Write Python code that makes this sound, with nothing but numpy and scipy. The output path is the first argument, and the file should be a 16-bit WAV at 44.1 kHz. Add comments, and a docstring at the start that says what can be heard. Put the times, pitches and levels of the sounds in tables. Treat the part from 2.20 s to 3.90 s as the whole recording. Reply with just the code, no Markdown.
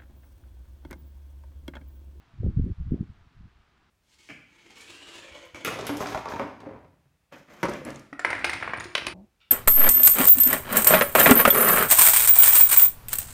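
"""Light gusts brush a microphone above a quiet town in falling snow.
At first faint turbulence stirs over the hiss of open air, a far hum and a patter of snow grains.
From 0.2 s the gusts rumble; faster air adds a flutter, large eddies thump and the crests rasp.
One grain ticks nearby, the wind drops briefly, and a second group of gusts peaks near 0.7 s.
After 1 s the gusts die away and the hum fades, leaving the soft hiss."""
import sys
import numpy as np
from scipy import signal
from scipy.fft import rfft, irfft, next_fast_len
from scipy.io import wavfile
from scipy.ndimage import uniform_filter1d

SR = 44100
rng = np.random.default_rng(int(sys.argv[2]) if len(sys.argv) > 2 else 0)


def waveform_to_disk(signal):
    """Save audio, clipped to [-1, 1], as 16-bit WAV at the path in sys.argv[1]."""
    frames = np.transpose(np.atleast_2d(signal))
    scaled = np.clip(frames, -1, 1) * 32767
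    samples = np.round(scaled).astype(np.int16)
    wavfile.write(sys.argv[1], SR, samples)


N = 74970


def amp(db):
    """The decibel scale: 20 dB is a factor of ten in amplitude."""
    return 10 ** (np.asarray(db) / 20)


def unit_rms(x):
    """Normalisation to a mean power of one."""
    return x / np.sqrt(np.mean(x ** 2) + 1e-20)


def curves(rows):
    """Linear interpolation: one value per sample for each column after the time."""
    time_s, *columns = np.transpose(rows)
    return [np.interp(np.arange(N) / SR, time_s, column) for column in columns]


def filtered(x, response):
    """The convolution theorem: filtering multiplies the spectrum by a frequency response."""
    size = next_fast_len(N + 8192)
    return irfft(rfft(x, size) * response(np.fft.rfftfreq(size, 1 / SR)), size)[:N]


def noise(spectrum):
    """Spectral shaping: white noise takes a spectrum drawn on a log frequency axis, at rms 1."""
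    frequency_hz, density_db = np.transpose(spectrum)
    white = rng.standard_normal(N)
    shaped = filtered(white, lambda hz: amp(np.interp(np.log(hz + 1), np.log(frequency_hz + 1), density_db)))
    return unit_rms(shaped)


def turbulence(spectrum, even_s):
    """Envelope normalisation: noise stays lumpy from moment to moment but steady over even_s."""
    pressure = noise(spectrum)
    window = int(even_s * SR)
    power = np.abs(signal.hilbert(pressure)) ** 2
    mean_power = uniform_filter1d(uniform_filter1d(power, window), window)
    return unit_rms(pressure / np.sqrt(np.abs(mean_power) + 1e-6))


# Gust strength in four successive phases, before the trims: time_s, rumble_db, flutter_db
GUSTS_RISING = [(0.0, -62, -73.5), (0.126, -67.5, -73.5), (0.144, -44.5, -63), (0.172, -52, -65.5),
                (0.208, -27, -59), (0.222, -37.5, -50.5)]
GUSTS_FIRST = [(0.244, -22.5, -38.5), (0.276, -18.5, -30), (0.332, -42, -54), (0.354, -31.5, -54),
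               (0.37, -30, -46), (0.402, -19.5, -31.5), (0.424, -23.5, -62), (0.444, -21.5, -37),
               (0.456, -35.5, -43), (0.468, -33, -30.5), (0.518, -31.5, -42.5), (0.53, -35, -70),
               (0.542, -58.5, -78)]
GUSTS_SECOND = [(0.565, -58, -77.5), (0.587, -33.5, -82), (0.613, -26, -52.5), (0.637, -36.5, -74),
                (0.645, -37.5, -86), (0.679, -25, -73), (0.699, -35.5, -58.5), (0.721, -24, -29),
                (0.741, -26.5, -32), (0.773, -50, -46), (0.813, -32.5, -43.5), (0.869, -54.5, -59),
                (0.903, -38, -67), (0.94, -61, -74.5)]
GUSTS_DYING = [(0.96, -56, -66.5), (1.036, -54, -79), (1.058, -72, -62), (1.082, -61, -84),
               (1.124, -81, -67), (1.174, -44, -76), (1.198, -46.5, -70), (1.242, -45.5, -72),
               (1.276, -52.5, -65), (1.308, -62, -82), (1.406, -67.5, -72), (1.432, -68.5, -79),
               (1.7, -69.5, -74.5)]
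# Spectra of the deep rumble and of the small eddies: frequency_hz, relative_density_db
RUMBLE_SPECTRUM = [(10, -5.5), (25, -1.5), (42, -11.5), (64, 7), (82, -3), (120, -2.5), (180, -15.5),
                   (250, -24.5), (350, -44), (600, -96.5)]
FLUTTER_SPECTRUM = [(80, -28.5), (160, 3.5), (220, 2), (265, -2), (320, -1), (410, -13.5), (500, -23),
                    (620, -39.5), (800, -53), (1200, -78.5)]
RUMBLE_TRIM_DB, FLUTTER_TRIM_DB = -2, 0.5

def gusts():
    """Turbulent pressure: air tumbling over the microphone port rumbles, and small eddies flutter."""
    rumble_db, flutter_db = curves(np.vstack([GUSTS_RISING, GUSTS_FIRST, GUSTS_SECOND, GUSTS_DYING]))
    rumble = amp(rumble_db + RUMBLE_TRIM_DB) * turbulence(RUMBLE_SPECTRUM, even_s=0.045)
    flutter = amp(flutter_db + FLUTTER_TRIM_DB) * turbulence(FLUTTER_SPECTRUM, even_s=0.023)
    return rumble + flutter


# Spectrum of the open air: frequency_hz, relative_density_db
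AIR_SPECTRUM = [(20, 0.5), (170, -2.5), (280, -7), (380, -3.5), (530, -11), (750, -5), (1050, -2.5),
                (1400, -2), (2000, -7), (3400, -11.5), (5000, -18), (8000, -29), (12500, -38), (15500, -32)]
# Envelope of the open air: time_s, level_db
AIR_LEVEL = [(0, -65.5), (0.75, -65.5), (1.1, -67), (1.7, -68)]

def open_air():
    """Broadband ambient noise: distant town and wind merge in a hiss that eases slightly."""
    level_db, = curves(AIR_LEVEL)
    return amp(level_db) * noise(AIR_SPECTRUM)


# Spectrum of the town's hum, one narrow peak: frequency_hz, relative_density_db
HUM_SPECTRUM = [(550, -60.5), (660, -21), (683, -5), (705, -23), (820, -60)]
# Envelope of the fading hum: time_s, level_db
HUM_LEVEL = [(0, -79), (0.7, -81.5), (1.1, -84.5), (1.7, -90.5)]

def far_hum():
    """Narrowband noise: neighbouring frequencies beat, so the town's faint hum wavers."""
    level_db, = curves(HUM_LEVEL)
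    return amp(level_db) * noise(HUM_SPECTRUM)


# Spectrum of a snow grain's impact: frequency_hz, relative_density_db
GRAIN_SPECTRUM = [(2000, -29), (4500, -0.5), (7500, -3.5), (9500, -8), (12000, -30.5), (15000, -48.5)]
# Envelope of the patter: time_s, level_db
PATTER_LEVEL = [(0, -91.5), (0.85, -91.5), (1.1, -96), (1.7, -90.5)]
# A grain landing nearby: centre_s, level_db
NEAR_GRAINS = [(0.456, -72)]
IMPACT_S, LANDINGS_PER_S, LANDING_SPREAD_DB = 0.00073, 760, 3.5

def snow_grains():
    """Shot noise: blown grains land at random in a faint patter, and a near one ticks."""
    t = np.arange(N) / SR
    level_db, = curves(PATTER_LEVEL)
    landings = rng.random(N) < LANDINGS_PER_S / SR
    strengths = amp(LANDING_SPREAD_DB * rng.standard_normal(N))
    patter = amp(level_db) * unit_rms(uniform_filter1d(landings * strengths, int(IMPACT_S * SR)))
    tick = sum(amp(db) * np.exp(-((t - centre_s) / IMPACT_S) ** 2) for centre_s, db in NEAR_GRAINS)
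    return noise(GRAIN_SPECTRUM) * (patter + tick)


# Large eddies crossing the port: centre_s, peak_db, centre_hz
EDDIES = [(0.234, -27, 311), (0.265, -26, 311), (0.276, -19.5, 150), (0.374, -12, 109.6), (0.397, -17, 200),
          (0.520, -22, 65), (0.723, -17, 181), (0.743, -23, 241), (0.811, -17, 149), (0.83, -29, 201),
          (0.893, -39.5, 133), (1.074, -47, 90), (1.209, -39.5, 139), (1.257, -38, 120.4),
          (1.363, -51, 49.6), (1.404, -50, 57.6)]

def eddy_thumps():
    """A pressure transient: each large eddy gives one dip between two smaller rises, with no ring."""
    t, pressure = np.arange(N) / SR, np.zeros(N)
    for centre_s, peak_db, centre_hz in EDDIES:
        phase = np.pi * centre_hz * (t - centre_s)
        pressure -= amp(peak_db) * (1 - 2 * phase ** 2) * np.exp(-phase ** 2)
    return pressure


# Crests of the gusts: centre_s, level_db, half_length_s
CRESTS = [(0.243, -57.5, 0.0032), (0.264, -60, 0.031), (0.757, -61, 0.05)]
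# Spectrum of the rasp: frequency_hz, relative_density_db
RASP_SPECTRUM = [(250, -21), (450, -2.5), (600, -1.5), (750, -7.5), (950, -11), (1500, -65.5)]

def rim_rasps():
    """Edge noise: the fastest air rasps on the rim of the port and brightens the crests a little."""
    t = np.arange(N) / SR
    envelope = sum(amp(level_db) * np.exp(-((t - centre_s) / half_length_s) ** 2)
                   for centre_s, level_db, half_length_s in CRESTS)
    return envelope * noise(RASP_SPECTRUM)


def scene():
    """Superposition: wind on the microphone adds to air, town and snow in one channel."""
    wind = gusts() + eddy_thumps() + rim_rasps()
    return (wind + open_air() + far_hum() + snow_grains())[None]


BAND_LIMIT_HZ = 15650

def record(dry):
    """An ideal low-pass filter: nothing above the band limit passes."""
    return filtered(dry[0], lambda hz: hz < BAND_LIMIT_HZ)[None]


dry = scene()
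out = record(dry)
waveform_to_disk(out)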